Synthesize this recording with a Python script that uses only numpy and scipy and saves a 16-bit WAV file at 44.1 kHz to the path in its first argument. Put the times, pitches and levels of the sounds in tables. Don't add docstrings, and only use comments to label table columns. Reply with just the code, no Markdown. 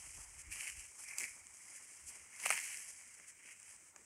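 import sys
import numpy as np
from scipy import signal
from scipy.fft import rfft, irfft
from scipy.io import wavfile
from scipy.ndimage import uniform_filter1d

SR = 44100
rng = np.random.default_rng(int(sys.argv[2]) if len(sys.argv) > 2 else 0)


def ratio_of_db(decibels):
    return 10 ** (np.asarray(decibels, float) / 20)


def master_out(mix):
    frames = np.transpose(np.atleast_2d(mix))
    ceiling = np.clip(frames, -1, 1)
    pcm = np.round(ceiling * 32767).astype(np.int16)
    wavfile.write(sys.argv[1], SR, pcm)


N = 178605


def rms(x):
    return np.sqrt(np.mean(x ** 2) + 1e-20)


def read(points, hz):
    f_hz, value = np.transpose(points)
    return np.interp(np.log(hz + 1), np.log(f_hz + 1), value)


def shaped(points):
    hz = np.fft.rfftfreq(N, 1 / SR)
    x = irfft(rfft(rng.standard_normal(N)) * ratio_of_db(read(points, hz)), N)
    return x / rms(x)


def slow(per_s):
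    lowpass = signal.butter(2, per_s, fs=SR, output="sos")
    x = signal.sosfilt(lowpass, rng.standard_normal(N))
    return x / rms(x)


def bump(t_s, centre_s, length_s):
    return np.exp(-(2 * (t_s - centre_s) / length_s) ** 2)


def peaks(rows, rest_db):
    t_s = np.arange(0, N, 32) / SR
    peak_s, db, rise_s, fall_s = np.transpose(rows)[:, :, None]
    before = (peak_s - t_s) / np.maximum(rise_s, .003)
    after = (t_s - peak_s) / np.maximum(fall_s, .003)
    slopes = np.where(t_s < peak_s, before, after)
    power = (ratio_of_db(db - 10 * slopes) ** 2).sum(0) + ratio_of_db(rest_db) ** 2
    return np.interp(np.arange(N) / SR, t_s, 10 * np.log10(power))


def ringing(hz, width_hz, size=1800):
    t_s = np.arange(size) / SR
    x = np.exp(-np.pi * width_hz * t_s) * np.sin(2 * np.pi * hz * t_s)
    return x / np.linalg.norm(x)


def causal(db):
    log_gain = np.log(ratio_of_db(np.maximum(db, -100)))
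    circle = np.concatenate([log_gain, log_gain[-2:0:-1]])
    taps = np.fft.ifft(np.exp(np.conj(signal.hilbert(circle)))).real[:2048]
    return taps / np.linalg.norm(taps)


# [f/Hz, level/dB per Hz]
BASS_DB = [(88, -47), (150, -16.0), (481, -16), (749, -9.5), (922, -6.0), (1300, -7.5), (1690, -5.5),
           (2860, -120)][:-1]
# [f/Hz, level/dB per Hz]
PORT_DB = [(760, -44), (1300, -14), (1390, -11), (1520, 2.5), (1810, -2.0), (2130, 3.5), (2510, 2.5),
           (2930, -4.5), (3110, -8.5), (3680, -28.0), (4800, -18.5), (6090, -12.0), (8150, -8.5),
           (10000, -10.0), (13000, -21), (22000, -120)][1:-1] + [(11600, -9.5), (13000, -17.5),
           (15800, -26)]
# [low f/Hz, high f/Hz]
PARTS_HZ = [
    (4100, 17000),
    (1450, 4100),
    (550, 1450),
    (170, 550),
]


def colours():
    hz = np.fft.rfftfreq(4096, 1 / SR) + 1
    port_db = read([*BASS_DB, *PORT_DB], hz)
    taps = []
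    for low_hz, high_hz in PARTS_HZ:
        share = 1 / (1 + (low_hz / hz) ** 12) / (1 + (hz / high_hz) ** 12)
        taps.append(causal(port_db + 10 * np.log10(share + 1e-12)))
    return taps


# [t/s, depth/dB, length/s]
LULLS = [
    (0.91, 3, .08),
    (1.445, 7, 0.044),
    (2.285, 0.5, .08),
    (3.384, 3, 0.084),
    (3.94, 5, 0.064),
]
# [f/Hz, level/dB per Hz]
HUSH_SPECTRUM_DB = [(18, -67), (30, -47), (75, -3), (679, -17), (1410, -8), (2210, -9.5), (3730, -33),
                    (6300, -4.5), (8410, 1), (9590, -10.5), (15800, -25)]


def hush():
    t_s = np.arange(N) / SR
    dip_db = sum(db * bump(t_s, s, length_s) for s, db, length_s in LULLS)
    return ratio_of_db(-65.5 - dip_db) * shaped(HUSH_SPECTRUM_DB)


# [f/Hz, level/dB per Hz]
GUST_DB = [(12, -68), (20, 11), (43, 1.5), (66, 5.5), (168, -13), (216, -40), (315, -17), (400, -25.5),
           (520, -44), (880, -120)]
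# [t/s, level/dB, rise/s per 10 dB, fall/s per 10 dB]
PUFFS = [(0.0, -61, .03, .025), (0.07, -57, .035, .04), (0.165, -52, .02, .05), (0.21, -58, .03, .03),
         (0.28, -60, .03, .05), (0.385, -55, .05, .04), (0.485, -50, .04, .04), (0.58, -63, .04, .04),
         (0.7, -65, .03, .05), (0.775, -54, .04, .03), (0.88, -71, .02, .04), (1.065, -73, .015, .015),
         (1.15, -74, .015, .02), (1.24, -72, .04, .02), (1.31, -68, .02, .02), (1.415, -69, .03, .04),
         (1.5, -72, .02, .04), (2.045, -62, .025, .05), (2.23, -64, .03, .02), (2.52, -74, .1, .12),
         (2.88, -75, .1, .1), (3.1, -81, .1, .15), (3.35, -80, .06, .1), (3.75, -82, .1, .1),
         (4.02, -79, .1, .1)]


def wind():
    calm_db, eddy_s = -88.5, .04
    eddies = shaped(GUST_DB)
    eddies = eddies / np.sqrt(uniform_filter1d(eddies ** 2, size=round(eddy_s * SR)) + .1)
    return ratio_of_db(peaks(PUFFS, calm_db) - 2.0 + 0.24 * slow(per_s=15)) * eddies


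REST_DB = [
    -80,
    -82,
    -84,
    -88,
]
# [t/s, level/dB, rise/s per 10 dB, fall/s per 10 dB, stalks re level/dB]
GATHER = [(0.03, -55.5, 0.3, 0.1, -8.5), (0.22, -54.5, 0.5, 0.1, -11), (0.421, -55.5, 0.12, -0.03, -9),
          (0.517, -50, .006, .25, -8), (0.681, -50, 0.17, 0.0347, -2.5), (0.8, -53.5, .06, .05, -8),
          (0.85, -60, .06, .07, -7), (1.0, -58, .1, 0.33, -13), (1.11, -53.5, 0.06, 0.05, 1.5),
          (1.188, -46, .004, .08, -10), (1.239, -46, 0.0553, 0.0272, 0), (1.279, -55, 0, 0.14, -5)]
# [t/s, level/dB, rise/s per 10 dB, fall/s per 10 dB, stalks re level/dB]
TEAR = [
    (1.53, -63.5, 0.057, 0.27, -20),
    (1.74, -57, 0.22, 0.27, -7),
    (1.93, -60.5, 0.14, 0.27, -14),
    (2.15, -57, 0.12, 0.11, -5),
    (2.33, -62, .06, 0.11, -5.5),
    (2.43, -51, .08, 0.04, -4.5),
    (2.464, -41, 0.021, 0.064, -4.5),
    (2.51, -42, 0.026, 0.13, -2),
    (2.7, -48.5, 0.19, 0.19, -5.5),
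    (2.88, -56.5, 0.28, 0.16, -17),
]
# [t/s, level/dB, rise/s per 10 dB, fall/s per 10 dB, stalks re level/dB]
CHEW = [
    (3.08, -63, .2, .2, -3),
    (3.24, -64, .1, .1, -3),
    (3.48, -61, .09, .07, 0),
    (3.6, -68, .1, .1, -6),
    (3.7, -60, .1, .09, -6),
    (3.88, -64, .1, .035, -10),
    (3.985, -69, .015, .3, -5),
]
# [t/s, stems level/dB, change/s per 10 dB, swish re stems/dB]
SWAYS = [(0.05, -76, 0.3, -11), (0.18, -67.5, -0.13, -7), (0.29, -74, 0.4, -17), (0.43, -72.5, .06, -6.5),
         (0.57, -68, 0.04, -5), (0.655, -72, 0.03, 2), (0.86, -81, 0.4, -2.5), (1.02, -69, 0.08, -7.5),
         (1.22, -72, 0.07, 3.5), (1.37, -75, 0, 1.5), (1.62, -78.5, 0.6, -13), (1.76, -78.5, 0.2, -6),
         (1.91, -77, 0.1, 0.5), (2.16, -71, 0.18, -5.5), (2.515, -53, 0.06, -9), (2.9, -75, 0.2, -5),
         (3.21, -81.5, -0.01, 8.5), (3.41, -81, .02, -1), (3.48, -74.5, -0.09, 2.5),
         (3.729, -69, -0.25, -26), (3.82, -78, -0.07, -2.5), (3.98, -79, .07, 2.5)]


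def movement():
    peak_s, db, rise_s, fall_s, stalk_db = np.transpose([*GATHER, *TEAR, *CHEW])
    blades_db = peaks(np.transpose([peak_s, db, rise_s, fall_s]), REST_DB[0])
    stalks_db = peaks(np.transpose([peak_s, db + stalk_db, rise_s, fall_s]), REST_DB[1])
    sway_s, db, change_s, swish_db = np.transpose(SWAYS)
    change_s = np.maximum(change_s, .03)

    def heavy(level_db, follow, own_db, rest_db):
        swayed_db = peaks(np.transpose([sway_s, own_db, change_s, change_s]), rest_db)
        rubbed_db = level_db + follow * (stalks_db + 62)
        both_db = 10 * np.log10(ratio_of_db(rubbed_db) ** 2 + ratio_of_db(swayed_db) ** 2)
        return both_db + 2 * slow(per_s=8.8)

    stems_db = heavy(-77.5, 0.98, db, REST_DB[2])
    swishes_db = heavy(-87.5, 0.63, db + swish_db, REST_DB[3])
    return blades_db, stalks_db, stems_db, swishes_db


def slips(per_s, spread_db, clump_db, clumps):
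    hit = rng.random(N) < per_s / SR
    size = np.minimum(rng.exponential(1, N), 4)
    x = hit * rng.standard_normal(N) * ratio_of_db(spread_db * size + clump_db * clumps)
    return x / rms(x)


def cracks():
    clicks = slips(per_s=500, spread_db=2.2, clump_db=2.5, clumps=slow(per_s=30))
    fray = rng.standard_normal(120) * np.exp(-np.arange(120) / 30)
    burst = np.sign(fray) * fray ** 2
    return signal.oaconvolve(clicks, burst / np.linalg.norm(burst))[:N]


# [f/Hz, width/Hz]
STALK_RINGS_HZ = [
    (2300, 450),
    (3050, 600),
]
# [t/s, thickness/0 thin..1 thick]
GRIP = [(0.0, 0.51), (0.5, 0.66), (0.515, .3), (0.76, .3), (0.87, .4), (0.92, 1), (1.4, 0.97), (2.1, 0.53),
        (2.35, 0.63), (2.5, 0.55), (2.8, 0.5), (3.0, 0.81), (3.3, 0.69), (3.5, 0.47), (4.05, 0.7)]


def stalk_ring(stalks):
    thickness = np.interp(np.arange(N) / SR, *np.transpose(GRIP))
    thick, thin = [signal.oaconvolve(stalks, ringing(*ring))[:N] for ring in STALK_RINGS_HZ]
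    rung = np.where(thickness > .5, thick / rms(thick), thin / rms(thin))
    share = np.clip(abs(2 * thickness - 1), 0, 1)
    return np.sqrt(1 - share) * stalks + np.sqrt(share) * rung


# [t/s, level/dB, stalk re level/dB, length/s]
SCRAPES = [(0.995, -54.5, -26, 0.051), (1.035, -50.5, -20, 0.034), (1.137, -53, 2.5, 0.014),
           (1.473, -72, -22, 0.0094), (1.763, -53.5, -11.5, 0.038), (2.085, -50, -33, 0.057),
           (3.146, -56, -20, 0.022), (3.186, -61.5, 0, 0.02), (3.296, -55.5, -10, 0.045),
           (3.519, -55.5, -9, 0.033), (3.72, -59, -19, 0.084), (3.402, -76, 8, 0.048)]


def rustle(parts):
    blades_db, stalks_db, stems_db, swish_db = movement()
    gains = [ratio_of_db(blades_db + 2.0), ratio_of_db(stalks_db + 0.24), ratio_of_db(stems_db - 0.37), ratio_of_db(swish_db - 0.3)]
    t_s = np.arange(N) / SR
    for s, db, stalk_db, length_s in SCRAPES:
        swell = bump(t_s, s, length_s)
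        gains[0] = np.hypot(gains[0], ratio_of_db(db) * swell)
        gains[1] = np.hypot(gains[1], ratio_of_db(db + stalk_db) * swell)

    common = slips(per_s=9800, spread_db=1.0, clump_db=1.3, clumps=slow(per_s=26))
    drives = []
    for share in [0.74, 0.48, 0.18, 0.24]:
        own = slips(per_s=12000, spread_db=1.0, clump_db=3.0, clumps=slow(per_s=28.7))
        drives.append(np.sqrt(share) * common + np.sqrt(1 - share) * own)

    pull = np.clip((blades_db + 58.5) / 22, .1, .6)
    cracking = pull * cracks()
    drives[:2] = [np.sqrt(1 - pull ** 2) * drive + cracking for drive in drives[:2]]

    sounds = [signal.oaconvolve(drive, taps)[:N] for drive, taps in zip(drives, parts)]
    sounds[1] = stalk_ring(sounds[1])
    return sum(gain * sound for gain, sound in zip(gains, sounds))


# [t/s, peak level/dB, stalk re peak/dB, stem re peak/dB]
BREAKS = [(0.5592, -39, -12, -13.5), (0.678, -40, -3, -33), (0.699, -34, -10, -22),
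          (1.0364, -42.5, -6, -12), (1.1344, -58, -1, -36), (1.1835, -21, -20, -36),
          (1.2037, -32.5, -10, -16), (1.2094, -33.5, -6, -19), (1.2169, -31.5, -9, -24),
          (1.2345, -35, -4, -25), (1.2404, -38, 2.5, -28), (2.1546, -41.5, -27, -17.5),
          (2.3994, -35.5, -10.5, -34), (2.4544, -34.5, 1.5, -9), (2.4594, -25, -0.5, -3),
          (2.4655, -36, -9, -30), (2.4755, -38, -18, -11), (2.478, -36.5, -6, -14), (2.487, -46, -4, -14),
          (2.4919, -29, -9, -17), (2.5035, -17.5, -6, -7), (2.5118, -36, 3, 4), (2.5424, -41, -5, -25),
          (2.5537, -33, -6, -14.5), (2.576, -34, 0.5, -11), (3.0112, -49, -3, -9.5),
          (3.1985, -45, -2.5, -14), (3.459, -49, -2, -16), (3.4881, -48, 1.5, -11),
          (3.961, -38.5, -15.5, -11)]
# [t/s, peak level/dB, fibre f/Hz]
TICKS = [(0.511, -37, 8550), (0.795, -37.5, 8040), (1.0862, -36, 5890), (1.1985, -31, 7700),
         (1.4686, -36.5, 8460), (1.5396, -42.5, 8340), (1.5702, -42.5, 6900), (1.7627, -47, 8650),
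         (1.9714, -47, 7660), (2.0925, -38, 7850), (2.5335, -27, 8200), (2.601, -28.5, 8300),
         (2.7723, -31, 9000), (2.9048, -38.5, 8500), (3.5995, -42.5, 9300), (3.619, -45, 8350),
         (3.6294, -42, 9700), (3.6919, -43, 8900), (3.763, -45, 8500)]


def breaks():
    spread = np.clip(rng.standard_normal(len(BREAKS)), -2, 2)
    fibre_hz = 7800 * (1 + .12 * spread)
    snapped = [(*row, .015, hz) for row, hz in zip(BREAKS, fibre_hz)]
    ticked = [(s, db, -22, -30, .008, hz) for s, db, hz in TICKS]
    return snapped + ticked


# [f/Hz, width/Hz, level/dB]
HOLLOW = [
    (814, 130, -12),
    (1300, 91, -19),
]


def snaps(parts):
    size = 1800
    t_s = np.arange(size) / SR
    modes = sum(ratio_of_db(db) * ringing(hz, width_hz) for hz, width_hz, db in HOLLOW)
    ring = signal.fftconvolve(modes, parts[2])[:size]
    stem = parts[2][:size] + 0.15 * ring / np.linalg.norm(ring)
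    first_fibre_db = 11 * np.exp(-t_s / .001)
    onset = np.minimum(t_s / 0.00024, 1)
    out = np.zeros(N + 2 * size)
    for s, peak_db, stalk_db, stem_db, t60_s, hz in breaks():
        uneven_db = 6 * rng.standard_normal(size)
        level_db = uneven_db + first_fibre_db - 60 * t_s / t60_s
        fibres = rng.standard_normal(size) * ratio_of_db(level_db) * onset
        pitched = signal.fftconvolve(parts[0], ringing(hz, width_hz=730))[:size]
        edge = parts[0][:size] + pitched / np.linalg.norm(pitched)
        levels_db = [-1.5, stalk_db - 0.5, stem_db - 1.0]
        for taps, db in zip([edge, parts[1], stem], levels_db):
            part = signal.fftconvolve(fibres, taps[:size])
            out[round(s * SR):][:len(part)] += ratio_of_db(peak_db + db) * part / abs(part).max()
    return out[:N]


def scene():
    parts = colours()
    mono = hush() + wind() + rustle(parts) + snaps(parts)
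    return np.array([mono, mono])


# [low f/Hz, high f/Hz]
GATE_BANDS_HZ = [
    (3400, 4700),
    (10050, 11700),
    (11700, 17000),
]
# [opening level/dB, depth/dB]
GATE_DB = [
    (-71.5, 5.5),
    (-66, 10),
    (-61, 17),
]


def gate(x):
    hz, _, z = signal.stft(x, SR, nperseg=512, noverlap=384)
    for (low_hz, high_hz), (open_db, depth_db) in zip(GATE_BANDS_HZ, GATE_DB):
        band = (hz > low_hz) & (hz < high_hz)
        power = (abs(z[0, band]) ** 2).sum(0)
        level_db = 10 * np.log10(uniform_filter1d(power, size=9) + 1e-14)
        z[:, band] *= ratio_of_db(-depth_db / (1 + ratio_of_db(2.0 * (level_db - open_db))))
    return signal.istft(z, SR, nperseg=512, noverlap=384)[1][:, :N]


def roll_off(x):
    return signal.sosfilt(signal.butter(12, 15930, fs=SR, output="sos"), x)


def record(dry):
    bass_cut = signal.butter(4, 38, "high", fs=SR, output="sos")
    quiet = gate(signal.sosfilt(bass_cut, dry))
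    hissy = quiet + ratio_of_db(-78) * rng.standard_normal(N)
    band_limit = signal.firwin(255, 15850, window=("kaiser", 9), fs=SR)
    return roll_off(signal.oaconvolve(hissy, band_limit[None], "same"))


dry = scene()
out = record(dry)
master_out(out)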